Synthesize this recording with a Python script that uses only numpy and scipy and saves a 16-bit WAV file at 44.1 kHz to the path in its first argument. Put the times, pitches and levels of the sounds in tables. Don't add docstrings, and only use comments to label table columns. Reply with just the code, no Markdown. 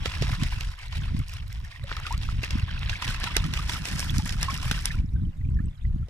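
import sys
import numpy as np
from scipy import signal
from scipy.fft import rfft, irfft, next_fast_len
from scipy.io import wavfile
from scipy.ndimage import uniform_filter1d, map_coordinates

SR = 44100
rng = np.random.default_rng(int(sys.argv[2]) if len(sys.argv) > 2 else 0)


def dump_mix(stems):
    frames = np.atleast_2d(stems).T
    limited = np.clip(frames, -1, 1)
    pcm = np.round(limited * 32767).astype(np.int16)
    wavfile.write(sys.argv[1], SR, pcm)


def gain_from_db(level_db):
    decades = np.asarray(level_db, float) / 20
    return 10 ** decades


N = 268569

# start in seconds, hold in seconds, spray level in dB,
# mist over spray in dB.
STROKES = [(-0.012, 0.0091, -44, -14), (0.064, 0.091, -41.5, -9.5), (0.22, 0.099, -38, -9.5),
           (0.422, 0.11, -42, -8.5), (0.603, 0.069, -45, -7.5), (0.811, 0.033, -47.5, -11),
           (0.94, 0.032, -45.5, -10.5), (1.045, 0.01, -52.5, -13.5), (1.15, 0.02, -50, -10),
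           (1.296, 0.041, -48, -7.5), (1.524, 0.002, -50.5, -8), (1.648, 0.0082, -53.5, -9.5),
           (1.72, 0.016, -52, -10.5), (1.887, 0.09, -43.5, -15), (2.068, 0.017, -41, -11),
           (2.231, 0.061, -43.5, -9), (2.434, 0.001, -40, -12), (2.519, 0.051, -43.5, -14.5),
           (2.695, 0.082, -44, -18), (2.838, 0.012, -42.5, -17), (2.901, 0.02, -40, -11.5),
           (3.043, 0.055, -36.5, -8.5), (3.216, 0.034, -35, -13.5), (3.349, 0.11, -41.5, -9),
           (3.556, 0.022, -39.5, -5.5), (3.705, 0.0086, -36, -3.5), (3.861, 0.047, -38.5, -4),
           (3.99, 0.024, -40, -1.5), (4.09, 0.0043, -48, -11), (4.165, 0.003, -42.5, -1.5),
           (4.276, 0.043, -42.5, -3), (4.426, 0.00092, -36.5, -9), (4.515, 0.16, -42, -5),
           (4.712, 0.17, -41.5, -6.5)]
# frequency in Hz, level in dB per Hz.
SPRAY_TONE = [(260, -9), (450, -14), (651, -9), (1000, -4.5), (1110, -8.5), (1850, -2.5), (2050, -4.5),
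              (2840, -4.5), (5200, -15), (6760, -34.5), (11400, -120)]
# frequency in Hz, level in dB per Hz.
MIST_TONE = [(2650, -14.5), (4000, -13.5), (5350, -1.5), (6490, -8.5), (8140, -10.5), (9420, -9.5),
             (10800, -16), (11700, -16), (14500, -25.5), (15300, -23), (16300, -38)]
SPRAY_DB, MIST_DB = 1.5, -1
SPRAY_RISE, SPRAY_FALL, SPRAY_LINGER_S = 305, 107, 0.013
MIST_STEEPER = 1.26
SETTLED_S = 5.07

# start in seconds, hold in seconds, rumble level in dB,
# flutter over rumble in dB.
GUSTS = [(-0.01, 0.05, -25.5, -11.5), (0.17, 0.01, -34, -7.5), (0.235, 0.08, -28, -9),
         (0.41, 0.06, -27.5, -7.5), (0.57, 0.1, -29, -17), (0.9, 0.04, -30.5, -21),
         (0.992, 0.035, -26.5, -11), (1.115, 0.045, -24.5, -8), (1.325, 0.002, -33, -14),
         (1.425, 0.044, -29, -14), (1.572, 0.043, -29, -19), (1.825, 0.069, -33, -11.5),
         (1.995, 0.0038, -30, -33), (2.148, 0.2, -26.5, -8.5), (2.43, 0.05, -32.5, -12),
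         (2.549, 0.001, -26, -4), (2.642, 0.007, -34, -11), (2.737, 0.18, -29, -9.5), (3.07, 0.23, -30, -7),
         (3.39, .19, -29, -5.5), (3.647, 0.14, -31.5, -4), (3.934, 0.29, -30, 0), (4.34, 0.23, -29.5, -3.5),
         (4.66, 0.3, -29.0, -6.5), (4.969, 0.084, -27.5, -8), (5.133, 0.12, -28.5, -6.5),
         (5.401, 0.073, -27.5, -7.5), (5.515, 0.14, -28.5, -5), (5.842, 0.15, -25.5, -11.5)]
# frequency in Hz, level in dB per Hz.
RUMBLE_TONE = [(11, -38), (18, 1), (64, -3.5), (130, -10.5), (170, -39), (290, -120)]
# frequency in Hz, level in dB per Hz.
FLUTTER_TONE = [(50, -120), (75, 3.5), (110, -8), (160, -2.5), (230, -18.5), (330, -24.5), (500, -35.5),
                (900, -120)]
# frequency in Hz, gain in dB.
PRESSURE_TONE = [(8, -42.0), (22, 1.0), (300, 1.5), (520, -4.0), (900, -67.5)]
RUMBLE_DB, FLUTTER_DB, CALM_DB = -1.5, -1.5, -47
GUST_RISE, GUST_FALL, GUST_LINGER_S = 300, 300, .035
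FLUTTER_STEEPER = 1.15
# time in seconds, peak level in dB.
PUFFS = [(0.224, -29.5), (0.308, -28.5), (0.426, -18), (1.149, -21.5), (2.346, -34.5), (2.557, -19.5),
         (3.366, -31), (3.487, -28.5), (3.958, -30), (4.141, -26.5), (4.188, -19), (4.26, -28),
         (4.531, -29.5), (4.717, -26), (4.986, -29), (5.045, -26), (5.224, -29), (5.605, -24), (5.962, -26)]
PUFF_HZ = 195
# time in seconds, peak level in dB, frequency in Hz.
SHOVES = [
    (0.33, -19, 106),
    (1.218, -24, 110),
    (2.637, -16.5, 96),
          (0.235, -37, 56), (0.26, -27, 60), (0.284, -21, 78), (0.348, -26, 92), (0.466, -32, 96),
          (0.531, -22, 54), (0.968, -23.5, 57), (1.011, -30, 53), (1.838, -24.5, 87), (2.15, -21, 61),
          (2.202, -32, 45), (2.257, -28, 103), (2.304, -33.5, 76), (2.543, -22.5, 59), (2.745, -27.5, 54),
          (2.81, -23, 67), (2.862, -25, 79), (3.408, -28, 101), (3.569, -23, 70), (3.662, -28.5, 73),
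          (4.105, -22.5, 116), (4.128, -36.5, 42), (4.173, -24.5, 64), (4.199, -24, 78), (4.348, -30, 65),
          (4.389, -23.5, 74), (4.48, -25.5, 69), (4.665, -22, 119), (4.681, -29.5, 100), (4.767, -24, 41),
          (5.003, -25.5, 57), (5.139, -21.5, 108), (5.155, -23, 78), (5.24, -22, 132), (5.443, -25.5, 82),
          (5.521, -22, 112), (5.551, -19.5, 53), (5.566, -19, 49), (5.857, -22.5, 79), (5.877, -21, 86)]
# time in seconds, lag of the left port in samples.
CROSSING = [(0, 38.5)]

# frequency in Hz, level in dB per Hz.
RIPPLE_TONE = [(240, -13), (400, -14), (554, -9), (2140, -11), (4500, -22.5), (11300, -28.5), (15100, -36),
               (16300, -65)]
RIPPLE_DB = -64.5

# time in seconds, peak level in dB, thud in dB, #
# brightness in dB.
SLAPS = [(0.057, -11, -11, -29.5), (0.222, -10, 0, -26.5), (0.322, -46, -13, -30), (0.434, -16, -11, -21),
         (0.608, -19.5, -61, -22), (0.925, -23, -46, -32), (1.916, -24, -5, -46), (1.966, -23, -51, -23.5),
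         (2.066, -18.5, -54, -28), (2.432, -18.5, -19, -21), (2.446, -23, -38, -18),
         (2.507, -20, -51, -18.5), (2.895, -13, -52, -40), (3.023, -16.5, -58, -25.5),
         (3.078, -16.5, -43, -26), (3.24, -16, -52, -19), (3.366, -6.5, -14.5, -16.5),
         (3.441, -21.5, -58, -24), (3.537, -16.5, -47, -19.5), (3.695, -15.5, -42, -21),
         (3.854, -20, -32, -15), (3.886, -18, -60, -21), (3.994, -23, -14, -8), (4.182, -28.5, -33, -4),
         (4.293, -18, -21, -19), (4.324, -23, -47, -16.5), (4.429, -17.5, -15, -8.5),
         (4.7125, -11.5, -26, -17.5), (4.856, -21.5, -61, -6.5), (6.084, -34.5, 8, -33)]

# time in seconds, peak level in dB, frequency in Hz,
# 60 dB decay in seconds, left over right in dB.
POCKETS = [(0.331, -22.5, 1250, 0.015, 2), (1.841, -38, 550, 0.065, 4), (1.968, -24, 1250, 0.024, 1),
           (2.053, -25, 1410, .025, 1), (2.289, -16, 1280, .01, 2), (2.436, -21, 2666, .032, 4),
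           (2.929, -24, 1620, 0.026, -10), (2.955, -22, 2230, 0.022, 2), (3.023, -21.5, 1005, 0.026, 3),
           (3.143, -29.5, 1290, 0.031, -11), (3.272, -30.5, 956, 0.082, 0), (3.352, -18, 2070, 0.023, -0.5),
           (4.096, -20.5, 3350, .0082, -19), (4.195, -33.5, 846, 0.06, 9), (4.483, -21, 1072, 0.08, -9),
           (4.712, -10, 1490, 0.0091, 8.5), (4.906, -26, 1764, 0.032, -9)]
POCKET_RISE = .07
# time in seconds, peak level in dB, start pitch in Hz,
# 60 dB decay in seconds, pitch rise over that decay as a share.
RISERS = [
    (1.915, -7, 1280, 0.0062, .4),
    (2.067, -27, 1180, 0.038, 0.21),
    (2.107, -25, 876, 0.11, 1),
    (3.437, -30, 1220, 0.05, .44),
    (3.591, -24.5, 1145, 0.037, 0.45),
    (4.506, -30, 1170, 0.05, 0.83),
    (4.776, -33, 1440, 0.053, .57),
    (5.589, -35.5, 1640, .05, .47),
    (5.595, -51, 1200, 0.11, 0.97),
]
# time in seconds, peak level in dB, frequency in Hz,
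# left over right in dB.
PLOPS = [(0.058, -23, 1330, 1), (0.432, -35, 2760, -9), (0.433, -39, 4570, -9), (0.881, -37, 3960, -12),
         (0.923, -38, 3360, -6), (0.929, -36.5, 1016, -2), (1.196, -31, 2130, -2), (1.198, -38, 1340, 0),
         (1.294, -33, 2520, -12), (1.404, -39, 2630, -6), (1.477, -51, 3700, -3), (1.522, -31.5, 2070, -1),
         (1.648, -31, 1770, -1), (1.724, -36, 1810, 1), (1.76, -32.5, 1890, -10), (1.836, -34.5, 3900, -12),
         (1.913, -26, 1810, 3), (1.968, -27, 3920, -8), (2.121, -47, 3750, -9), (2.392, -32, 2710, -2),
         (2.505, -38, 2200, 11), (2.506, -37, 1850, -4), (2.506, -30, 3300, -10), (2.595, -22, 2700, 1),
         (2.687, -45, 3570, -12), (2.693, -27.5, 1600, -5), (2.764, -28.5, 1510, -2),
         (2.777, -23.5, 2580, -3), (2.894, -33, 3670, -9), (3.237, -26.5, 1090, 4),
         (3.363, -21.5, 1630, -17), (3.364, -31, 860, 12), (3.534, -33, 1050, -9), (3.535, -31, 3380, -12),
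         (3.536, -32, 1550, 7), (3.537, -34, 1920, -12), (3.693, -29, 944, -8), (3.692, -29, 1890, 6),
         (3.693, -26, 3300, -14), (3.852, -33, 2970, -2), (4.297, -31, 1850, -14), (4.34, -31, 1440, -6),
         (4.712, -28, 4130, -4), (4.712, -34, 2700, -6), (4.853, -36, 4570, -6), (4.855, -35, 3770, -10),
         (4.904, -26, 2110, 7), (4.985, -36.5, 2280, 16)]
PLOP_CYCLES, PLOP_RISE = 36, .08
# time in seconds, peak level in dB, frequency in
# Hz, left over right in dB.
DRIPS = [(5.06, -43, 5350, 7), (5.133, -47, 5740, -3), (5.161, -42.5, 1540, -1), (5.195, -52, 1530, 4),
         (5.252, -43, 3070, 6), (5.329, -48, 2830, 0), (5.412, -47.5, 1980, 10), (5.45, -44, 2355, -11),
         (5.487, -52.5, 2670, -15), (5.545, -46, 5440, 1), (5.57, -45, 1780, 15), (5.657, -34.5, 8050, -6),
         (5.85, -40, 1990, -12), (6.027, -48.5, 1335, -3),
         (5.09, -55, 3790, -16), (5.255, -66, 1030, -2), (5.493, -56, 1020, -2),
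              (5.495, -69, 5160, -13), (5.535, -54, 1030, 1), (5.589, -53, 2330, -11),
              (5.683, -59, 5170, -18), (5.684, -51, 2800, -11), (5.71, -50, 3490, -4),
              (5.812, -53, 3360, -13), (5.817, -52, 2540, -11), (5.826, -55, 3620, -15),
              (5.87, -68, 5430, 5), (5.963, -65, 3660, -7)]
DRIP_CYCLES, DRIP_RISE = 51, .025

# time in seconds, peak level in dB, frequency in Hz.
MORE_DROPS = [(0.648, -29, 3200), (0.757, -38, 3200), (0.883, -34, 6000), (0.944, -42, 5440), (0.97, -25, 3600),
              (1.2, -32, 3000), (1.2833, -24, 5000), (1.32, -36, 4500), (1.648, -30.5, 5450), (1.84, -30, 1800),
              (2.0, -24.5, 1300), (2.597, -25, 4500), (2.837, -30, 4020), (2.85, -31, 3200), (3.005, -39, 3000),
              (3.2006, -24, 2820), (3.28, -26.5, 3800), (3.464, -25, 3100), (3.958, -20, 5900),
              (4.003, -11, 5060), (4.412, -21, 2500), (4.527, -28, 4500), (4.68, -25.5, 1280),
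              (4.7155, -17, 3500), (4.8559, -2, 9500)]
# time in seconds, peak level in dB, frequency in Hz.
DROPS = [(0.79, -34, 4730), (0.849, -40, 4410), (1.0141, -34, 5900), (1.191, -26, 8750), (1.295, -25, 5300),
         (1.3369, -21, 5340), (1.48, -33, 4150), (1.5274, -26, 5430), (2.126, -18, 5360),
         (2.1777, -21.5, 4330), (2.583, -26, 4780), (2.792, -24.5, 3960), (4.106, -19.5, 5460),
         (4.2564, -17, 8900), (4.2758, -18, 5500), (4.5416, -16, 5300), (4.576, -17.5, 5200),
         (4.822, -24, 5570), (4.874, -28, 4670), (4.954, -30, 5380)]
# time in seconds, half length in seconds, peak level in dB,
# frequency in Hz.
SWARMS = [
    (.82, .02, -41, 2350),
    (1.35, .04, -39, 2750),
    (1.74, .03, -46, 2100),
    (2.78, .04, -44, 2700),
    (4.96, .03, -45, 2500),
    (5.78, .045, -56, 3400),
]

# time in seconds, peak level in dB, start pitch in Hz.
BIRD = [
    (5.16, -71, 3900),
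    (5.222, -69, 3900),
    (5.292, -68, 3950),
    (5.365, -72, 3900),
    (5.776, -65, 4100),
]
CHIRP_S, CHIRP_FALL_HZ = .017, 430

# frequency in Hz, side level in dB.
WIDTH = [(1200, -4.5), (2000, 3), (8000, 1.5)]
# frequency in Hz, lead of the right port in radians.
BEND_FAR = [(700, 0), (2000, -1.87), (3800, -1.24), (4500, -2.5), (5900, 0), (9000, -1.5), (12000, -6)]
# frequency in Hz, lead of the right port in radians.
BEND_NEAR = [(700, 0), (1400, 0.33), (2200, -2.5), (3800, -1.5), (4500, -2.5), (5500, -5.5), (7600, -5.5),
             (12000, -6.5)]
NEAR_S = 2.98
# frequency in Hz, left over right in dB.
PORTS = [(60, 0.5), (110, -1), (200, -1), (380, -1.5), (700, 1), (1500, -1), (2300, 0), (3900, -8),
         (5400, -4), (7600, 7), (10300, 0.5), (15000, -11.5)]
# frequency in Hz, gain in dB.
TOP_END = [(20, -1.5), (15100, 2.5), (15500, -25.5), (16400, -42), (16600, -87.5)]


def unit(x):
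    return x / np.sqrt(np.mean(x ** 2) + 1e-20)


def along(points, hz):
    f, v = np.transpose(points)
    return np.interp(np.log(hz + 1), np.log(f + 1), v)


def curves(rows):
    s, *cols = np.transpose(rows)
    return [np.interp(np.arange(N) / SR, s, c) for c in cols]


def wobble(rate):
    knots = rng.standard_normal(int(N * 400 / SR))
    return map_coordinates(knots, [np.arange(N) * min(rate, 390) / SR])


def filtered(x, points, share=1):
    m = next_fast_len(N + 8192)
    gain = gain_from_db(share * along(points, np.fft.rfftfreq(m, 1 / SR)))
    return irfft(rfft(x, m) * gain, m)[..., :N]


def pair(x, alike):
    turn = np.arccos(np.clip(alike, -1, 1)) / 2
    common, opposed = np.cos(turn) * x[0], np.sin(turn) * x[1]
    return np.array([common + opposed, common - opposed])


def place(s, waves, pan_db):
    start = np.round(s * SR).astype(int)
    at = (start[:, None] + np.arange(waves.shape[1])).ravel()
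    ports = []
    for side in (1, -1):
        panned = waves * gain_from_db(side * pan_db / 2)[:, None]
        ports.append(np.bincount(at, panned.ravel(), N + SR)[:N])
    return np.array(ports)


def swells(rows, rise, fall, steeper, linger):
    s, hold, db, over_db = np.transpose(rows)[:, :, None]
    t = np.arange(0, N / SR + .01, .002)
    before_db = (s - linger / 3 - t) * rise
    after_db = (t - s - hold - linger) * fall
    shape_db = -np.maximum(0, np.maximum(before_db, after_db))
    levels = (db + shape_db, db + over_db + steeper * shape_db)
    return [np.interp(np.arange(N) / SR, t, np.linalg.norm(gain_from_db(level), axis=0)) for level in levels]


def patches(depth_db, bins, frames):
    z = signal.stft(rng.standard_normal((2, N + 256)), nperseg=256)[2]
    field = uniform_filter1d(rng.standard_normal(z.shape[1:]), bins, 0)
    field = uniform_filter1d(field, frames, 1)
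    return signal.istft(z * gain_from_db(depth_db * unit(field)), nperseg=256)[1][:, :N]


def ring(hz, rise, t60, attack, size):
    t = np.arange(size) / SR
    hz, t60, rise = hz[:, None], t60[:, None], np.reshape(rise, (-1, 1))
    phase = 2 * np.pi * hz * (t + rise * t * t / (2 * t60))
    return np.sin(phase) * gain_from_db(-60 * t / t60) * (1 - np.exp(-t / attack)) * (hz < SR / 3)


def grains(count, hz, spread, cycles, size_db, rise, size):
    when, big, side = rng.random((count, 3)).T
    pitch = hz * np.exp(spread * np.clip(rng.standard_normal(count), -2, 2))
    strength = gain_from_db(-size_db * np.log(1.012 - big))
    t60 = cycles / pitch
    waves = ring(pitch, rise, t60, (t60 / 25)[:, None], size) * strength[:, None]
    return unit(place(when * N / SR, waves, 12 * (side - .5)))


def churn():
    thrown, fine = swells(STROKES, SPRAY_RISE, SPRAY_FALL, MIST_STEEPER, SPRAY_LINGER_S)
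    moving = np.clip((SETTLED_S - np.arange(N) / SR) / .12, 0, 1)
    clumps = gain_from_db(1.72 * wobble(45) + 2.63 * wobble(130))
    ticks = grains(count=2500, hz=6000, spread=.45, cycles=4, size_db=4, rise=.1, size=96)
    blips = grains(count=4600, hz=2300, spread=.42, cycles=34, size_db=3, rise=.15, size=600)
    coarse_hiss = clumps * pair(patches(3.65, bins=2, frames=7), 0.41)
    fine_hiss = clumps * pair(patches(2.7, bins=14, frames=2), 0.15)
    spray = unit(filtered(coarse_hiss + 0.51 * ticks, SPRAY_TONE))
    mist = unit(filtered(fine_hiss + 0.44 * ticks, MIST_TONE))
    gurgle = unit(filtered(clumps * blips, SPRAY_TONE, 0.11))
    splash = gain_from_db(SPRAY_DB) * thrown * (.62 * spray + .58 * gurgle)
    return moving * (splash + gain_from_db(MIST_DB) * fine * mist)


def wind():
    gust, stir = swells(GUSTS, GUST_RISE, GUST_FALL, FLUTTER_STEEPER, GUST_LINGER_S)
    eddies = wobble(15)
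    low = pair(filtered(rng.standard_normal((2, N)), RUMBLE_TONE), 0.97)
    rumble = unit(gain_from_db(0.96 * eddies) * low)
    lumps = gain_from_db(1.6 * eddies + 3 * wobble(35))
    flutter = unit(lumps * pair(filtered(rng.standard_normal((2, N)), FLUTTER_TONE), 0.97))
    flow = gain_from_db(RUMBLE_DB) * np.hypot(gust, gain_from_db(CALM_DB)) * rumble + gain_from_db(FLUTTER_DB) * stir * flutter
    push = filtered(flow + 4.8 * flow ** 2, PRESSURE_TONE)
    return heard_from(push + puffs(), CROSSING)


def puffs():
    rows = [(s, db, PUFF_HZ) for s, db in PUFFS] + SHOVES
    s, db, hz = np.transpose(rows)[:, :, None]
    t = np.arange(-1800, 1800) / SR
    u = (np.pi * .8 * hz * t) ** 2
    return place(s[:, 0] + t[0], gain_from_db(db + 5.0) * (1 - 2 * u) * np.exp(-u), 0 * s[:, 0])


def heard_from(x, bearing):
    lag, at = curves(bearing)[0], np.arange(N)
    left = map_coordinates(x[0], [at - lag / 2], mode="nearest")
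    right = map_coordinates(x[1], [at + lag / 2], mode="nearest")
    return np.array([left, right])


def lake():
    hush = filtered(pair(patches(3, bins=5, frames=8), .11), RIPPLE_TONE)
    drips = grains(count=260, hz=2400, spread=.5, cycles=32, size_db=3.5, rise=.2, size=600)
    ticks = grains(count=150, hz=8000, spread=.35, cycles=9, size_db=4.5, rise=.05, size=128)
    return gain_from_db(RIPPLE_DB) * (unit(hush) + .2 * drips + .13 * ticks)


def slaps():
    s, db, thud_db, bright_db = np.transpose(SLAPS)[:, :, None]
    t = np.arange(3072) / SR
    hz = np.fft.rfftfreq(len(t), 1 / SR)
    wet_db = [along([(150, 5.5), (450, thud + 22), (1000, -9.0), (2800, 2.5), (5000, -9.5), (9000, -33.0)], hz)
              for thud in thud_db[:, 0]]
    wet = gain_from_db(wet_db)[:, None]
    crack = gain_from_db(along(MIST_TONE, hz) * 1.16)
    tear = gain_from_db(along(SPRAY_TONE, hz) * 0.27)
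    # colour, level in dB, 60 dB decay in s, attack in s
    layers = [(wet, db - 6, .016, .0007),
              (crack, db + bright_db + 9.5, .01, .0004),
              (tear, db - 20.5, .08, .003)]
    blows = 0
    for colour, level_db, life, attack in layers:
        hiss = irfft(rfft(rng.standard_normal((len(s), 2, len(t)))) * colour)
        shape = (1 - np.exp(-t / attack)) * gain_from_db(level_db - 60 * t / life)
        blows = blows + hiss / hiss.std(axis=2, keepdims=True) * shape[:, None]
    s = s[:, 0]
    middle = place(s, blows[:, 0], 0 * s)
    side = place(s, blows[:, 1], 0 * s) * [[1], [-1]]
    return middle + 0.59 * side


def bubbles():
    rows = [(*pocket, POCKET_RISE) for pocket in POCKETS]
    rows += [(s, db, hz, t60, 0, rise) for s, db, hz, t60, rise in RISERS]
    rows += [(s, db, hz, DRIP_CYCLES / hz, pan_db, DRIP_RISE) for s, db, hz, pan_db in DRIPS]
    rows += [(s, db, hz, PLOP_CYCLES / hz, pan_db, PLOP_RISE) for s, db, hz, pan_db in PLOPS]
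    s, db, hz, t60, pan_db, rise = np.transpose(rows)
    return place(s, gain_from_db(db)[:, None] * ring(hz, rise, t60, .0013, size=5000), pan_db)


def drops(rows):
    s, db, hz = np.transpose(rows)
    t = np.arange(400) / SR
    noise = rng.standard_normal((len(s), len(t) + 3))
    thin_noise = noise[:, 3:] - noise[:, :-3]
    spit = thin_noise * gain_from_db(-11.5 - 60 * t / 0.0072) * (1 - np.exp(-t / 0.00059))
    cavity = ring(hz, 0.11, 14 / hz, 0.00029, size=400)
    return place(s, gain_from_db(db)[:, None] * (spit + 0.87 * cavity), 0 * s)


def swarms():
    s, length, db, hz = np.repeat(SWARMS, 14, axis=0).T
    when, pitch, size, side = rng.standard_normal((len(s), 4)).T
    rings = ring(hz * np.exp(.1 * pitch), 0.078, 55 / hz, .0015, size=900)
    return place(s + length * when, rings * gain_from_db(db + 3.5 * size)[:, None], 4 * side)


def bird():
    s, db, top_hz = np.transpose(BIRD)[:, :, None]
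    u = np.clip(np.arange(1400) / SR / CHIRP_S, 0, 1)
    phase = 2 * np.pi * CHIRP_S * (top_hz * u - CHIRP_FALL_HZ * u * u / 2)
    return place(s[:, 0], gain_from_db(db) * np.sin(phase) * np.sin(np.pi * u), 0 * s[:, 0])


def round_the_phone(x):
    mid = (x[0] + x[1]) / 2
    side = filtered(x[0] - x[1], WIDTH) / 2
    m = next_fast_len(N + 8192)
    hz, both = np.fft.rfftfreq(m, 1 / SR), rfft([mid + side, mid - side], m)

    def bent(bend):
        return irfft(both * np.exp([[-.5j], [.5j]] * along(bend, hz)), m)[:, :N]

    far, near = bent(BEND_FAR), bent(BEND_NEAR)
    share = np.clip((np.arange(N) / SR - NEAR_S) / .03, 0, 1)
    return far + share * (near - far)


def scene():
    duck = churn() + slaps() + drops(DROPS) + bubbles() + swarms()
    around = lake() + bird() + wind()
    return round_the_phone(duck + drops(MORE_DROPS)) + around


def roll_off(x):
    return signal.sosfilt(signal.butter(12, 16480, fs=SR, output="sos"), x)


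def record(dry):
    ports = np.array([filtered(dry[0], PORTS, .5), filtered(dry[1], PORTS, -.5)])
    return roll_off(filtered(ports, TOP_END))


dry = scene()
out = record(dry)
dump_mix(out)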